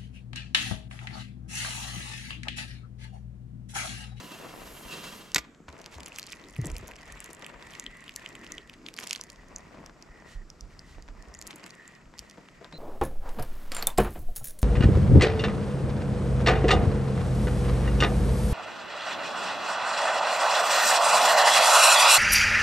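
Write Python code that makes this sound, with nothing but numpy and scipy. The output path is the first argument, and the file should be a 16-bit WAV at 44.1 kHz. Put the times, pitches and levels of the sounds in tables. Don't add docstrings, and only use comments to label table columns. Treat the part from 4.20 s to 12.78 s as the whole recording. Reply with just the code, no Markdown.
import sys
import numpy as np
from scipy import signal
from scipy.fft import rfft, irfft, next_fast_len
from scipy.io import wavfile
from scipy.ndimage import uniform_filter1d

SR = 44100
rng = np.random.default_rng(int(sys.argv[2]) if len(sys.argv) > 2 else 0)


def inscribe(sig):
    pcm = np.round(np.clip(np.atleast_2d(sig).T, -1, 1) * 32767)
    wavfile.write(sys.argv[1], SR, pcm.astype(np.int16))


N = 378378
TIME = np.arange(N) / SR
HIT = np.arange(SR // 2) / SR
LEFT_RIGHT = np.array([[1], [-1]])


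def undb(db):
    return 10 ** (np.asarray(db) / 20)


def unit(x):
    return x / np.sqrt(np.mean(x ** 2))


def peak(x, db):
    return x * undb(db) / np.abs(x).max()


def level(x, db, window_s):
    power = uniform_filter1d(np.mean(np.atleast_2d(x) ** 2, axis=0), max(int(window_s * SR), 1))
    return x * undb(db) / np.sqrt(power.max())


def fade(t60):
    return np.exp(-np.log(1000) * HIT / max(t60, 1e-4))


def arch(start, length):
    return np.sin(np.pi * np.clip((TIME - start) / length, 0, 1))


def curve(table, column=1):
    rows = np.array(table)
    outside_s = np.maximum(rows[0, 0] - TIME, 0) + np.maximum(TIME - rows[-1, 0], 0)
    return undb(np.interp(TIME, rows[:, 0], rows[:, column])) * np.exp(-outside_s / 0.043)


def colour(x, points):
    size = next_fast_len(x.shape[-1] + 2048) // 2 * 2
    hz, db = np.transpose(points)
    bins_hz = np.maximum(np.arange(size // 2 + 1) * SR / size, 1)
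    gain = undb(np.interp(np.log(bins_hz), np.log(hz), db))
    cepstrum = irfft(np.log(gain))
    cepstrum[1:size // 2] *= 2
    cepstrum[size // 2 + 1:] = 0
    return irfft(rfft(x, size) * np.exp(rfft(cepstrum)))[..., :x.shape[-1]]


def ring(x, hz, width):
    hz = min(hz, SR * .45)
    g, k = np.tan(np.pi * hz / SR), width / hz
    numerator = [g * k, 0, -g * k]
    denominator = [1 + g * k + g * g, 2 * g * g - 2, 1 - g * k + g * g]
    return signal.lfilter(numerator, denominator, x + 1e-18)


def noise(side_db, size=N):
    mid, side = rng.standard_normal((2, size))
    return mid + undb(side_db) * side * LEFT_RIGHT


def walk(rate):
    k = max(int(SR / rate), 2)
    steps = np.repeat(rng.standard_normal(N // k + 1), k)
    return unit(uniform_filter1d(steps, k)[:N])


def narrow(hz, width):
    lowpass = signal.butter(2, width / 2, fs=SR, output="sos")
    churn = signal.sosfilt(lowpass, rng.standard_normal((2, len(hz))))
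    phase = 2 * np.pi * np.cumsum(hz) / SR
    return unit(churn[0] * np.cos(phase) + churn[1] * np.sin(phase))


def scatter(t60):
    spectrum = rfft(rng.standard_normal(len(HIT)) * fade(t60))
    return irfft(spectrum / (np.abs(spectrum) + 1e-12), len(HIT)) * fade(t60 * 2)


def grains(rate, spread_db, side_db):
    sizes = undb(spread_db * np.minimum(rng.exponential(size=N), 4))
    return unit((rng.random(N) < rate / SR) * sizes * noise(side_db))


def add(track, s, sound):
    i = int(s * SR)
    track[..., i:i + sound.shape[-1]] += sound[..., :N - i]


# frequency in Hz, relative density in dB per Hz.
AIR_COLOUR = [(25, -6.5), (90, -3.5), (160, 6.5), (300, 1), (500, -5.5), (900, -13), (1300, -8),
              (2200, -18), (4000, -28), (7700, -21), (8700, -38), (12300, -38), (13800, -53),
              (16000, -62.5)]
AIR_DB = -57.5
# time in seconds, relative level in dB.
SWAY_LEVELS = [(0, -69), (.45, -52), (.65, -52.5), (.9, -59), (1.3, -62), (2.3, -59), (2.5, -36.5),
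               (2.75, -49.5), (3.2, -60), (4.6, -56.5), (4.85, -74), (5.2, -51.5), (6.2, -52.5), (7.2, -48),
               (7.32, -72), (7.85, -58), (8.0, -61), (8.58, -57)]


def background(sway_db=-4, sway_hz=34, sway_width_hz=55, lurch_db=3):
    air = undb(AIR_DB) * unit(colour(noise(side_db=-11.0), AIR_COLOUR)) * undb(0.14 * walk(1.97))
    sway = ring(noise(side_db=-16.5), sway_hz, sway_width_hz)
    sway = ring(sway, sway_hz, sway_width_hz)
    return air + undb(sway_db) * unit(sway) * curve(SWAY_LEVELS) * undb(lurch_db * walk(12))


# time in seconds, relative level in dB,
# coils brushing the lip in dB relative to that.
CAST_RUN = [(0.0, -42.5, -25), (0.04, -45.5, -12.5), (0.326, -48.5, -14.5), (0.346, -50, -9.5),
            (0.598, -49.5, -4.5), (0.648, -48.5, -8), (0.7, -41.5, -15), (0.76, -42, -15), (0.94, -44, -14),
            (0.98, -48, -7), (1.016, -48.5, -14), (1.05, -51.5, -15), (1.11, -49, -26)]
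# frequency in Hz, relative density in dB per Hz.
CAST_HISS_COLOUR = [(70, -8), (170, 3), (450, -1), (900, -7.5), (1400, -6), (1950, -6.5), (3000, -8.5),
                    (4800, -12), (7600, -15.5), (8600, -19.5), (14000, -30)]
# frequency in Hz, width in Hz, relative level in dB.
CAST_RESONANCES = [(988, 53, -1), (1185, 45, -6), (2703, 48, 1), (2783, 40, -4), (3150, 36, -3),
                   (3870, 53, -6.5), (4500, 90, -20)]
# frequency in Hz, relative density in dB per Hz.
COIL_BRUSH_COLOUR = [(3000, -36), (7000, 3), (9000, -2), (10300, 3.5), (11200, 7.5), (12300, 8), (13200, 2),
                     (16000, -22)]
SING_HZ, SING_DROP_HZ, SING_SETTLE_S = 2780, 227.4, 0.11
RING_COUPLING = .8


def cast(modes_db=-3.0, flutter_db=1.5, shift_db=3.5, level_db=-2, brush_db=3, sing_db=-14,
         sing_width_hz=34):
    run = curve(CAST_RUN)
    rush = noise(side_db=-10.5) * undb(flutter_db * walk(70.6))
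    rings = sum(undb(db + shift_db * walk(24.3)) * ring(rush, hz, width)
                for hz, width, db in CAST_RESONANCES)
    note = narrow(SING_HZ + SING_DROP_HZ * np.exp(-TIME / SING_SETTLE_S), sing_width_hz)
    ringing = undb(modes_db) * unit(rings) + undb(sing_db) * note
    body = unit(colour(rush, CAST_HISS_COLOUR)) + ringing * (run / run.max()) ** RING_COUPLING
    brush = unit(colour(noise(side_db=-6.0), COIL_BRUSH_COLOUR)) * curve(CAST_RUN, column=2)
    return undb(level_db) * (body + undb(brush_db) * brush) * run


# frequency in Hz, relative level in dB.
CLOTH_COLOUR = [(70, -17), (160, 0.5), (280, 1), (500, -0.5), (660, 1), (800, -3.5), (970, 0), (1500, -8.5),
                (2500, -11), (4000, -36), (9000, -55)]
# time in seconds, relative level in dB.
ARM_SWING = [(0, -47), (.05, -63), (.12, -53), (.18, -56), (.24, -49), (.36, -50), (.5, -52), (.75, -51),
             (1.05, -59.5)]


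def sleeve(level_db=1.5, catch_db=2.5, fold_db=1.5, snag_rate=180, snag_db=0):
    drag = noise(side_db=-9) * undb(catch_db * walk(110))
    snags = undb(snag_db) * grains(snag_rate, spread_db=2, side_db=-4.5)
    cloth = colour((drag + snags) * undb(fold_db * walk(9)), CLOTH_COLOUR)
    return undb(level_db) * unit(cloth) * (curve(ARM_SWING) + winding(CLOTH))


# start in seconds, relative level in dB, brightness in Hz,
# rattle t60 in seconds.
GEAR_KNOCKS = [(0.036, -43, 220, 0.067), (0.2, -44, 600, 0.26), (0.245, -45, 520, 0.23),
               (1.164, -38.5, 400, 0.13), (1.243, -50, 1700, .15), (1.348, -56, 2500, .02),
               (1.403, -48, 279, .04), (1.4831, -39.5, 1070, 0.043), (1.533, -47.5, 600, .05),
               (1.783, -45, 300, .07), (2.389, -43, 210, 0.045), (2.4422, -40, 553.5, 0.091),
               (2.464, -43, 519, 0.076), (2.477, -39.5, 480, 0.2), (2.508, -46.5, 900, .06),
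               (2.548, -45, 404, 0.15), (2.628, -43, 440, 0.18), (2.689, -43, 720, 0.12),
               (3.092, -44, 380, 0.043), (3.341, -45, 1310, 0.029), (3.9955, -48.5, 1909, .012),
               (4.822, -44, 1700, 0.03), (4.872, -49, 1300, 0.016), (4.997, -42.5, 1000, 0.012),
               (5.545, -44, 600, 0.13), (5.583, -45, 260, 0.038), (5.696, -46.5, 1300, .02),
               (6.783, -44.5, 680, 0.07), (6.88, -51, 1600, 0.023), (6.887, -46, 1110, 0.095),
               (7.075, -49, 500, 0.077), (7.27, -52, 350.6, 0.043), (7.308, -58, 1410, 0.024),
               (7.337, -50, 380, 0.048), (7.44, -49.5, 450, .06), (7.939, -46.5, 1000, 0.064),
               (8.175, -45, 800, 0.055), (8.181, -43, 506, 0.13), (8.413, -44, 595, 0.13),
               (8.4452, -44, 1510, 0.053), (8.452, -43, 800, 0.051), (8.525, -44, 1100, 0.05),
               (8.538, -44.5, 450, 0.25)]
# frequency in Hz, relative level in dB.
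KNOCK_TONE = [(60, -31), (150, 13.5), (320, 8.5), (500, 7.5), (800, 3), (1000, -0.5), (1500, 2.5),
              (2500, 0.5), (7500, 0), (10000, -24), (16000, -37)]
# frequency in Hz, t60 in seconds, relative dB.
HOLLOW_MODES = [(161, 0.124, 4), (238, 0.062, -3), (300, 0.087, 0.5), (400, 0.16, -4), (479, 0.11, -2.5),
                (660, 0.098, 0), (930, 0.07, 3), (1010, 0.091, 7), (1555, .04, -6)]


def knocks(breadth=0.85, rattle_rate=350, rattle_db=-6, scuff_db=-25, hollow_db=-4):
    out = np.zeros((2, N))
    strike = signal.unit_impulse(len(HIT))
    hollow = sum(undb(db) * ring(strike, hz, np.log(1000) / np.pi / t60) for hz, t60, db in HOLLOW_MODES)
    for s, db, hz, t60 in GEAR_KNOCKS:
        contacts = undb(rattle_db) * (rng.random(len(HIT)) < rattle_rate / SR) + undb(scuff_db)
        blow = strike + contacts * noise(side_db=-12, size=len(HIT)) * fade(t60)
        blow = colour(ring(blow, hz, hz * breadth), KNOCK_TONE)
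        boom = signal.fftconvolve(blow, hollow[None], axes=1)[:, :len(HIT)]
        add(out, s, level(unit(blow) + undb(hollow_db) * unit(boom), db, window_s=.005))
    return out


# start in seconds, peak in dB before panning,
# middle pitch in Hz, rise in seconds, t60 in seconds, left minus right in dB.
HULL_BLOWS = [(0.644, -43, 45, 0.01, 0.11, 2), (1.163, -29.5, 172, 0.0012, 0.021, -2),
              (1.175, -42.5, 60, 0.011, 0.16, 2), (1.481, -41.5, 73.6, 0.0049, 0.14, 1),
              (1.757, -39.5, 73.6, 0.0053, 0.31, 1), (2.384, -21, 121.6, 0.0099, 0.071, 0.5),
              (2.414, -29.5, 94.4, 0.0061, 0.13, 0.5), (2.443, -36, 288, 0.001, 0.04, 1),
              (2.449, -33.5, 273, 0.001, 0.031, -1), (2.457, -29, 143, 0.0047, 0.064, 1),
              (2.467, -43, 215, 0.0012, 0.03, -1), (2.499, -41, 280, 0.003, 0.09, 1),
              (2.515, -33, 42, 0.014, 0.16, -5), (2.568, -39.5, 70, 0.0088, 0.15, 1),
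              (2.598, -41, 104, 0.0087, 0.11, -1), (2.628, -41, 51.6, 0.009, 0.1, 3),
              (2.91, -42.5, 48.6, 0.015, 0.35, 2), (3.335, -50, 45.3, 0.016, 0.2, 8),
              (3.654, -48, 39, 0.021, 0.36, 2), (5.45, -48.5, 66, 0.014, 0.14, 0),
              (5.889, -42.5, 35.5, 0.0098, 0.1, 1), (6.148, -30.5, 32, 0.0065, 0.36, -5),
              (6.414, -37, 42.3, 0.011, 0.24, -8), (6.758, -37, 30.46, 0.0077, 0.2, -6),
              (6.883, -36.5, 32.56, 0.011, 0.17, -6), (6.975, -41, 35, 0.011, 0.13, -9),
              (7.069, -41, 51, 0.013, 0.12, -4), (7.991, -46, 52, .012, 0.15, 1),
              (8.531, -39.5, 161, 0.003, 0.19, 1)]
# multiple of the lowest pitch, relative level in dB.
PANEL_MODES = [(1, 2), (2.3, -17), (3.25, -20.5)]


def hull(sag=0.2, sag_s=0.032):
    out = np.zeros((2, N))
    for s, db, hz, rise_s, t60, pan_db in HULL_BLOWS:
        bend = 1 + sag * (2 * np.exp(-HIT / sag_s) - 1)
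        phase = 2 * np.pi * np.cumsum(hz * bend) / SR
        modes = sum(undb(mode_db) * np.sin(multiple * phase) for multiple, mode_db in PANEL_MODES)
        swell = 1 - np.exp(-(HIT / rise_s) ** 2)
        add(out, s, peak(modes * swell * fade(t60), db) * undb(pan_db / 2 * LEFT_RIGHT))
    return out


# time in seconds, relative peak in dB, pitch in Hz,
# sharpness Q of the first pass, knock of the reel body in relative dB, fine edge in relative dB.
LINE_TICKS = [(1.1187, -29, 4320, 0.87, -32, -29), (1.486, -39, 1630, 0.73, -31, -31),
              (1.488, -34.5, 1650, 0.7, -32, -34), (1.4908, -33, 5170, 1.6, -1, -15),
              (1.6158, -31.5, 5710, 0.66, -32, -36), (1.6427, -35, 3480, 2.1, -29, -36),
              (1.6612, -25.5, 4140, 0.88, -32, -12), (1.7432, -32, 3930, 2.3, -32, -9),
              (1.8052, -27, 4500, 1, -17, -20), (1.833, -27, 3590, 0.86, -31, -31),
              (1.8604, -26, 7340, 2.2, -3, -31), (1.863, -28, 4940, 0.8, -32, -36),
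              (1.8817, -27, 4130, 2.8, 6, 4), (1.9203, -39, 2640, 8.2, -32, -36),
              (1.961, -24, 4860, 1.6, -14, -36), (1.9863, -16, 6760, 1.0, 4.5, -3),
              (1.99, -25, 5440, 1.0, -32, -36), (1.9963, -17, 4000, 4.7, -7, -11),
              (2.0188, -30, 4620, 4.8, -19, -36), (2.0293, -24.5, 4360, 3.7, -32, -27),
              (2.0396, -32, 4010, 1.0, -32, -36), (2.067, -25, 6820, 1.4, -31, -36),
              (2.072, -31.5, 4300, 5.0, -20, -35), (2.0946, -38, 4790, 6.3, -32, -36),
              (2.1212, -24, 3510, 1.9, -32, -9), (2.1251, -25.5, 6140, 2, -32, -36),
              (2.1288, -32, 4250, 1.0, -32, -28), (2.1316, -30, 2400, 6.8, -8, -36),
              (2.24, -35, 3900, 4.9, -8, -21), (2.2864, -32.5, 5800, 1.3, -32, -36),
              (2.364, -34.5, 2480, 7.2, -16, -15), (2.4154, -26, 6140, 0.72, -32, -36),
              (2.4476, -28, 4230, 1.0, -2, -36), (2.4572, -21, 7760, 4.1, -32, -36),
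              (2.4672, -29, 7780, 4.3, -32, -11), (2.4698, -21.5, 8320, 1.7, -13, -36),
              (2.4802, -39, 2680, 2.6, -31, -28), (2.5013, -26.5, 5090, 0.85, 3, -33),
              (2.5169, -29, 7070, 1.7, -5, -32), (2.555, -34, 4960, 2.7, 7, -26),
              (2.5661, -21.5, 4800, 0.87, -32, -27), (2.5825, -24.5, 8600, 1.3, -3.5, -2),
              (2.6747, -34, 8220, 2.8, -14, -14), (2.6805, -27.5, 6300, 1.2, -5, 0),
              (2.7129, -34, 2640, 2.3, -30, -13), (2.718, -36, 1940, 2.0, -32, -33),
              (2.7365, -39, 2320, 4.9, 4, -16), (2.7587, -34.5, 4170, 1.0, 4, -36),
              (2.7643, -34, 4950, 3.1, -32, -36), (2.9234, -25, 8440, 1.4, -16, -32),
              (3.004, -24, 8650, 2.9, -6.5, -25), (3.0432, -23.5, 7350, 0.68, -32, -6),
              (3.0605, -34, 7350, 6, -32, -24), (3.104, -33, 5480, 1.4, -5, -22),
              (3.132, -25, 8800, 3, -26, -11), (3.1489, -32.5, 7590, 3.1, -13, -17),
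              (3.224, -29, 3430, 8.2, 3, -36), (3.2454, -26.5, 3300, 5.7, -9, -36),
              (3.265, -24.5, 7520, 1.8, 5, -34), (3.2957, -42, 2300, 5.3, -32, -36),
              (3.3436, -44, 1640, 2.4, -32, -36), (3.4256, -31, 3450, 8.2, -1, -36),
              (3.4715, -37, 7830, 3.2, 4, -36), (3.5226, -35, 3420, 3.4, -32, -16),
              (3.537, -34, 3096, 8.2, -6, -12), (3.552, -29.5, 3076, 1.7, -32, -36),
              (3.5978, -16, 6330, 0.95, -17, -36), (3.6409, -31, 7000, 3.9, 2, -36),
              (3.6644, -23, 3240, 5.7, -23, -28), (3.841, -33, 7540, 4.1, 7, -34),
              (3.8802, -32, 3090, 3.9, -32, -20), (3.8937, -27, 2930, 4.3, -16, -18),
              (3.9619, -14.5, 6340, 2.1, -32, -10), (4.0616, -26, 3060, 5.7, -5, -34),
              (4.09, -30, 7330, 1.7, -20, -32), (4.1531, -27.5, 7250, 4.9, 7, -36),
              (4.2453, -33, 4670, 0.72, 4, -36), (4.2662, -31.5, 3060, 3.3, -32, -36),
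              (4.275, -39, 5660, 6.1, -12, -36), (4.3209, -17, 6530, 2.6, -24, -36),
              (4.3813, -25.5, 3220, 4.5, -32, -34), (4.4971, -27.5, 2920, 2.6, -32, -17),
              (4.5383, -35, 3630, 1.5, -4, -36), (4.6642, -23.5, 3380, 6.9, -19, -34),
              (4.6865, -26, 3600, 7.3, 0, -10), (4.7404, -27, 5440, 1.1, -9, -14),
              (4.7655, -30, 4700, 6.1, -17, -8), (4.7702, -35, 5270, 3.8, 0, -36),
              (4.7759, -28, 4350, 1.3, -32, -33), (4.7883, -17, 5860, 6.6, 10, -27),
              (4.791, -28, 4250, 1.2, -9, 1), (4.8008, -22, 7480, 1.2, -26, -5),
              (4.8097, -25, 5200, 2.5, 1, -16), (4.8271, -28, 5500, 1.16, 4, -13),
              (4.831, -30, 3710, 3.9, 5, -36), (4.8339, -30, 5490, 7.0, -9, -26),
              (4.839, -25, 5370, 1.0, -9, -1), (4.8416, -32, 4220, 1.0, -32, -36),
              (4.8708, -25, 3490, 1.7, -32, -2), (4.8732, -19, 5100, 1.6, -12, -36),
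              (4.8951, -25, 5630, 3.1, -23, -36), (4.9001, -22, 5100, 1.3, -32, -33),
              (4.9098, -11, 4200, 1.3, -34, -36), (4.9251, -38, 3380, 8.2, -32, -36),
              (4.9292, -24, 4575, 3.3, -23, -23), (4.931, -11, 5010, 0.71, -34, -36),
              (4.9348, -37, 5430, 5.2, -21, -19), (4.9503, -23, 3400, 4.1, -29, -12),
              (4.9603, -18.5, 4240, 1.7, -8, -36), (5.0125, -17.5, 5800, 2.9, -30, -27),
              (5.038, -25.5, 6040, 0.98, -6, -36), (5.1012, -26.5, 5630, 1.0, -32, -36),
              (5.1037, -38, 3870, 0.78, -5, -36), (5.1199, -37, 6840, 2.7, -11, -38),
              (5.3618, -23, 6240, 10.5, -27, -36), (5.384, -33, 6580, 3.9, -11, -36),
              (5.6619, -31, 5160, 2.6, -25, -16), (5.6972, -47, 1650, 1.2, -30, -38),
              (5.825, -33.5, 5260, 7.0, -16, -31), (6.302, -30.5, 5340, 4.4, -25, -38),
              (6.409, -30.5, 5760, 4.1, -32, -26), (6.593, -30, 5100, 4.3, -32, -31),
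              (6.824, -36.5, 4900, 3.5, -32, -24), (6.8862, -40, 1640, 1.3, -31, -30),
              (7.1411, -31.5, 5650, 2.7, -13, -25), (7.1493, -32, 6750, 8.0, -10, -36),
              (7.19, -30.5, 7300, 7.6, -32, -36), (7.2147, -22.5, 5670, 1.1, -11, -17),
              (7.2244, -26, 6030, 1.5, -12, -21), (7.2694, -20, 6670, 1.0, -32, -18),
              (7.2744, -20.5, 8140, 3.5, -32, -4), (7.3085, -24.5, 3920, 2.8, -4, -30),
              (7.313, -30, 4840, 1, 0, -34), (7.33, -35, 2000, 8.2, -2, -36),
              (7.3597, -25.5, 8160, 2.1, -11, 2), (7.4408, -31.5, 4750, 4.2, -5, -25),
              (7.4638, -24, 5540, 0.58, 6, -36), (7.5031, -37, 5420, 7.4, -16, -35),
              (7.5067, -29, 4710, 2.6, -12, -34), (7.6781, -32, 7170, 4, -20, -36),
              (7.9792, -37, 5520, 3.8, -18, -12), (7.9858, -31, 4840, 1.9, -32, -21),
              (7.9923, -19.5, 5500, 1.6, -37, -20), (7.9976, -34, 5580, 1.1, -32, -19),
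              (8.0987, -30, 4210, 0.71, -32, -38), (8.1114, -34, 3980, 0.81, -32, -20),
              (8.2867, -36.5, 1640, 1.3, -34, -36), (8.4456, -34, 3740, 4.3, -15, -41),
              (8.527, -34, 3610, 9.1, -7, -30)]
# frequency in Hz, t60 in seconds, relative level in dB.
REEL_MODES = [(1020, .05, -5), (1197, .25, -8.5), (1700, 0.043, 1.5), (1975, 0.069, 1.5),
              (2020, 0.057, 2.5), (2250, .05, -10.5), (2730, 0.076, -8), (3680, .055, 4), (4440, 0.06, 0.5),
              (5030, .05, 0), (5460, 0.034, -15), (5950, 0.037, -4), (7700, 0.034, 3), (12000, .025, -13)]
# frequency in Hz, relative level in dB.
PORT_COLOUR = [(200, -8), (1000, 3), (2000, 3), (3200, 1), (3850, -3), (4600, -1.5), (7500, 1), (8400, -3),
               (10500, -0.5), (12000, -2.5), (13500, -6), (16000, -16)]


def slip_answer(push, parts, breadth):
    return sum(undb(db) * ring(ring(push, hz, width), hz, hz * breadth) for hz, width, db in parts)


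def ticks(level_db=-1.5, rebound_db=-5, rebound_s=.0005, breadth=2.25, scrape_db=-17, scrape_cycles=16,
          lead_noise_db=-27, lead_noise_s=0.0013, ring_db=-31, chatter_db=-14, chatter_rate=140,
          chatter_s=0.0061, body_hz=2400, body_width_hz=1500, edge_hz=11000, edge_width_hz=5000):
    out, size, lead = np.zeros((2, N)), 2048, 384
    reel = sum(undb(db) * fade(t60) * np.sin(2 * np.pi * hz * HIT) for hz, t60, db in REEL_MODES)[:size]
    near = np.exp(-np.abs(HIT[:size] - HIT[lead]) / chatter_s)
    lead_noise = undb(lead_noise_db) * np.exp(-HIT[:lead] / lead_noise_s)[::-1]
    strike = signal.unit_impulse(size, lead)
    for s, db, hz, sharpness, body_db, edge_db in LINE_TICKS:
        parts = [(hz, hz / max(sharpness, .5), 0),
                 (body_hz, body_width_hz, body_db),
                 (edge_hz, edge_width_hz, edge_db)]
        scrape = undb(scrape_db) * fade(scrape_cycles / hz)[:size - lead]
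        rustle = noise(side_db=-2.5, size=size) * np.concatenate([lead_noise, scrape])
        slips = undb(chatter_db) * (rng.random(size) < chatter_rate / SR) * near
        rebound = undb(rebound_db) * np.roll(strike, int(SR * rebound_s * rng.uniform(.4, 1)))
        push = strike + rebound + slips + rustle
        strike_peak = np.abs(slip_answer(strike, parts, breadth)).max()
        add(out, s - lead / SR, slip_answer(push, parts, breadth) * undb(db + level_db) / strike_peak)
        add(out, s, peak(reel, db + ring_db))
    return colour(out, PORT_COLOUR)


# time in seconds, relative level in dB, bass in relative
# dB, middle in relative dB, crack t60 before its spectrum is evened in seconds, ring of the reel in relative dB.
BAIL_IMPACTS = [(1.1459, -15, -16.5, -14.5, 0.015, -20), (1.1599, -13.5, 0.5, 6, 0.013, -14.5),
                (1.1613, -18, -3.5, 3, 0.014, -25), (1.163, -16.5, 1.5, 6, .009, -18),
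                (1.1662, -29.5, 2, 2, .024, -19.5), (1.1811, -26, -5.5, -2.5, 0.039, -18),
                (1.1826, -25, -0.5, 5, 0.016, -14.5), (1.188, -30, 2.5, 0, .045, -18)]
# frequency in Hz, relative level in dB.
CRACK_COLOUR = [(200, -5.5), (700, -3.5), (1400, 0.5), (2000, 4.5), (2700, 1), (3100, -7), (3600, 0.5),
                (5500, -1.5), (7600, -1), (8500, -12.5), (10500, -17), (11900, -7.5), (13500, -22),
                (16000, -43)]
# frequency in Hz, relative level in dB.
HULL_RING_COLOUR = [(150, -6), (400, 5), (1200, 1), (2600, -3), (3300, -1), (6500, -23), (9000, -10),
                    (16000, -24)]


def bail(side_db=-12.5, hull_db=-29, hull_t60=0.56):
    out = np.zeros((2, N))
    for s, db, bass_db, middle_db, t60, ring_db in BAIL_IMPACTS:
        burst = scatter(t60) + undb(side_db) * scatter(t60) * LEFT_RIGHT
        balance = [(900, bass_db), (1800, middle_db), (2700, middle_db), (5000, 0)]
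        crack = colour(colour(burst, CRACK_COLOUR), balance)
        modes = sum(undb(mode_db) * fade(mode_t60) * np.sin(2 * np.pi * hz * HIT) * rng.choice([-1, 1])
                    for hz, mode_t60, mode_db in REEL_MODES)
        add(out, s, level(crack, db, window_s=.002) + level(modes, db + ring_db, window_s=.002))
    tail = colour(noise(side_db=-2, size=len(HIT)) * fade(hull_t60), HULL_RING_COLOUR)
    tail /= np.sqrt(np.sum(tail ** 2) / 2)
    return out + undb(hull_db) * signal.fftconvolve(out, tail, axes=1)[:, :N]


# start in seconds, length in seconds, level in dB before the swell,
# start pitch in Hz, end pitch in Hz.
WATER_LAPS = [(1.257, .075, -54, 222, 327), (2.219, 0.082, -51.5, 367, 314), (3.586, 0.18, -56, 336.3, 274),
              (4.062, 0.27, -54, 296.8, 286), (4.287, 0.14, -53.5, 293.6, 361),
              (4.52, 0.26, -53.5, 241, 401), (5.559, 0.079, -50, 269, 234), (7.246, 0.069, -55, 255, 283),
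              (7.324, 0.055, -51, 303, 350), (7.414, 0.076, -55, 263.4, 251.6)]


def laps(width_hz=170):
    out = np.zeros(N)
    for s, length, db, start_hz, end_hz in WATER_LAPS:
        size = int(length * SR)
        gulp = narrow(np.linspace(start_hz, end_hz, size), width_hz)
        add(out, s, undb(db) * gulp * np.sin(np.linspace(0, np.pi, size)))
    return out


# start in seconds, length in seconds, then in relative dB gears, whirr,
# line rubbing and sleeve, then snaps per second before bunching and crowding.
WINDING_FITS = [(1.469, 0.36, -57.5, -77.5, -68.5, -54.5, 30), (1.841, 0.29, -56, -75, -63.5, -54.5, 60),
                (2.1, 0.36, -59, -62, -64.5, -58.5, 45), (2.405, 0.32, -52.5, -63, -70, -56.5, 45),
                (2.77, 0.36, -52.5, -60.5, -69, -57, 45), (3.154, 0.21, -51, -60.5, -76, -54, 30),
                (3.388, 0.19, -53, -58, -62.5, -55, 35), (3.536, 0.38, -53, -73, -69, -68, 22),
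                (3.955, 0.42, -53.5, -59, -67, -59, 22), (4.447, 0.3, -60.5, -81, -71, -62.5, 10),
                (4.764, 0.19, -56, -78, -61, -58.5, 120), (5.014, 0.29, -66, -69, -70, -59.5, 8),
                (5.286, 0.38, -62, -67.5, -68, -55, 4), (5.748, 0.34, -63, -73, -71.5, -61, 1),
                (6.484, 0.29, -64, -65, -67.5, -65, 3), (6.952, 0.33, -73, -69, -68.5, -57, 4),
                (7.237, 0.23, -52.5, -68, -69.5, -57, 40), (7.472, 0.28, -56.5, -63.5, -71, -58, 8),
                (7.938, 0.69, -60.5, -70, -73.5, -62, 1)]
WINDING_REST = (-76, -88, -73, -64, 1)
GEARS, WHIRRING, RUBBING, CLOTH, SNAPS = range(5)
FIT_ATTACK_S, FIT_RELEASE_S = 0.02, 0.076


def winding(column):
    size = float if column == SNAPS else undb
    out = size(WINDING_REST[column]) * np.clip((TIME - WINDING_FITS[0][0]) / FIT_ATTACK_S, 0, 1)
    for start, length, *strengths in WINDING_FITS:
        attack = np.clip((TIME - start) / FIT_ATTACK_S, 0, 1)
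        release = np.exp(-np.maximum(TIME - start - length, 0) / FIT_RELEASE_S)
        out = np.maximum(out, size(strengths[column]) * attack * release)
    return out


# frequency in Hz, width in Hz, relative dB.
WHIRR_MODES = [(1845, 55, 0), (1918, 56, 4), (1988, 25, -1.5)]
# frequency in Hz, relative level in dB.
MESH_COLOUR = [(500, -34.5), (1100, 6), (1450, 3), (2200, 6), (2700, 3), (3100, -2), (3900, -6),
               (5500, -20), (7700, -6), (8500, -25), (12000, -18.5), (14000, -66)]
# start in seconds, length in seconds,
# relative level in dB.
HANDLE_PUSHES = [(2.1, 0.17, -63), (2.37, 0.13, -56), (2.8, 0.16, -59), (2.998, 0.15, -64),
                 (3.53, 0.35, -54.5), (4.11, 0.45, -59.5), (4.997, 0.31, -64), (5.865, 0.38, -59.5),
                 (6.951, 0.38, -63.5), (7.577, 0.13, -57)]


def gears(whirr_db=2.0, mesh_db=-3.0, rough_db=3.5, waver_db=-1.5, scrub_db=1.0, drift=0.014,
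          tooth_rate=900, skirt_hz=450):
    teeth = grains(tooth_rate, spread_db=2.5, side_db=-20.5)
    modes = sum(undb(db) * ring(teeth, hz, width) for hz, width, db in WHIRR_MODES)
    body = ring(modes, WHIRR_MODES[1][0], skirt_hz)
    bent = np.cumsum(1 + drift * walk(14))
    whirr = np.array([np.interp(bent, np.arange(N), side) for side in body])
    whirr = whirr * undb(scrub_db * walk(130))
    mesh = colour(noise(side_db=-5.5) * undb(rough_db * walk(110)), MESH_COLOUR)
    pushes = sum(undb(db) * np.sqrt(arch(s, length)) for s, length, db in HANDLE_PUSHES)
    load = np.hypot(winding(WHIRRING) * undb(waver_db * walk(4.5)), pushes)
    return undb(whirr_db) * unit(whirr) * load + undb(mesh_db) * unit(mesh) * winding(GEARS)


# frequency in Hz, relative level in dB.
FRICTION_COLOUR = [(800, 4), (2400, 1), (3300, 2), (4200, 1), (6000, 1), (7700, -19), (8600, -2),
                   (10500, -17), (12200, -10), (13500, -16), (16000, -29)]
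# frequency in Hz, relative density in dB per Hz.
WHISPER_COLOUR = [(2000, -24), (3600, -3.5), (5000, 4), (7700, -9), (8700, -12), (12000, -26), (16000, -42)]


def rub(grain_rate=600, spread_db=2.5, grain_db=-3, hiss_db=-5.5, grip_db=1.5, firm_db=-60,
        stick_power=1.11, glide_db=-67, glide_power=0.48):
    pressure = winding(RUBBING) / undb(firm_db) * undb(grip_db * walk(5.2))
    slips = undb(grain_db) * grains(grain_rate, spread_db, side_db=-1.0)
    friction = colour(slips + undb(hiss_db) * noise(side_db=-8.0), FRICTION_COLOUR)
    stick = undb(firm_db) * unit(friction) * pressure ** stick_power
    glide = undb(glide_db) * unit(colour(noise(side_db=-14), WHISPER_COLOUR)) * pressure ** glide_power
    return stick + glide


def crackle(level_db=-3.5, spread_db=10, sharpness=1.8, bunching_db=3, crowding=2.7):
    out, size = np.zeros((2, N)), 512
    rate = crowding * winding(SNAPS) * undb(bunching_db * walk(18))
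    effort = winding(RUBBING)
    snaps = np.flatnonzero(rng.random(N) < rate / SR)
    for i, (pitch, weakness) in zip(snaps, rng.random((len(snaps), 2))):
        hz = 2000 * 4.2 ** pitch
        push = noise(side_db=-6.5, size=size) * fade(0.0042)[:size]
        snap = colour(ring(ring(push, hz, hz / sharpness), hz, hz * 2), PORT_COLOUR)
        add(out, i / SR, np.sqrt(effort[i]) * peak(snap, level_db - spread_db * np.sqrt(weakness)))
    return out


# start in seconds, length in seconds, relative level in dB.
LINE_SLIDES = [(1.705, 0.074, -52.5), (1.92, 0.085, -52), (4.65, 0.067, -58.5), (4.824, 0.028, -45.5),
               (6.044, 0.14, -56), (6.635, 0.14, -60), (7.95, 0.16, -64)]
# frequency in Hz, relative level in dB.
LINE_SLIDE_COLOUR = [(600, 3.5), (2500, 5.5), (4200, 3.5), (6000, 0.5), (7700, -0.5), (9000, -7.5),
                     (12000, -13), (13500, -19), (16000, -30)]


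def slides(catch_db=1.0):
    out = np.zeros((2, N))
    hiss = unit(colour(noise(side_db=-11) * undb(catch_db * walk(340)), LINE_SLIDE_COLOUR))
    for s, length, db in LINE_SLIDES:
        out += undb(db) * hiss * arch(s, length)
    return out


# start in seconds, relative peak in dB, pitch in Hz, t60 in seconds.
GRIP_SQUEAK = (8.525, -42, 4050, 1.5)


def squeak(width_hz=200, rise_s=.0012):
    out = np.zeros(N)
    s, db, hz, t60 = GRIP_SQUEAK
    song = narrow(np.full(len(HIT), hz), width_hz)
    add(out, s, peak(song * fade(t60) * (1 - np.exp(-HIT / rise_s)), db))
    return out


def boat(x, echo_db=-19, t60=0.14):
    tail = noise(side_db=-18, size=len(HIT)) * fade(t60) * (HIT > .002)
    tail = colour(tail, [(300, -16), (2500, 2.5), (8000, -4.5), (14000, 1.0)])
    tail *= undb(echo_db) / np.sqrt(np.sum(tail ** 2) / 2)
    return x + signal.fftconvolve(x, tail, axes=1)[:, :N]


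# frequency in Hz, phase in radians.
LEFT_PORT_LAG = [(100, 0.036), (1200, 0.76), (2500, 0.38), (3700, 1), (4600, 0.32), (7500, 0.31),
                 (9000, 0.36), (12000, 1)]


def ports(x, right_db=.5):
    lag = np.interp(np.linspace(0, SR / 2, N // 2 + 1), *np.transpose(LEFT_PORT_LAG))
    left = irfft(rfft(x[0]) * np.exp(-1j * lag), N)
    return np.array([left * undb(-right_db), x[1] * undb(right_db)])


def scene(sleeve_left_db=1.5):
    echoing = boat(bail() + ticks() + crackle())
    reel = ports(echoing + cast() + gears() + rub() + slides() + squeak())
    arm = (sleeve() + knocks()) * undb(sleeve_left_db * LEFT_RIGHT)
    return reel + arm + hull() + laps() + background()


TOP_HZ = 16200


def record(dry):
    dry = signal.sosfilt(signal.butter(2, 18, "high", fs=SR, output="sos"), dry)
    return signal.sosfilt(signal.ellip(8, .2, 70, TOP_HZ, fs=SR, output="sos"), dry)


dry = scene()
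out = record(dry)
inscribe(out)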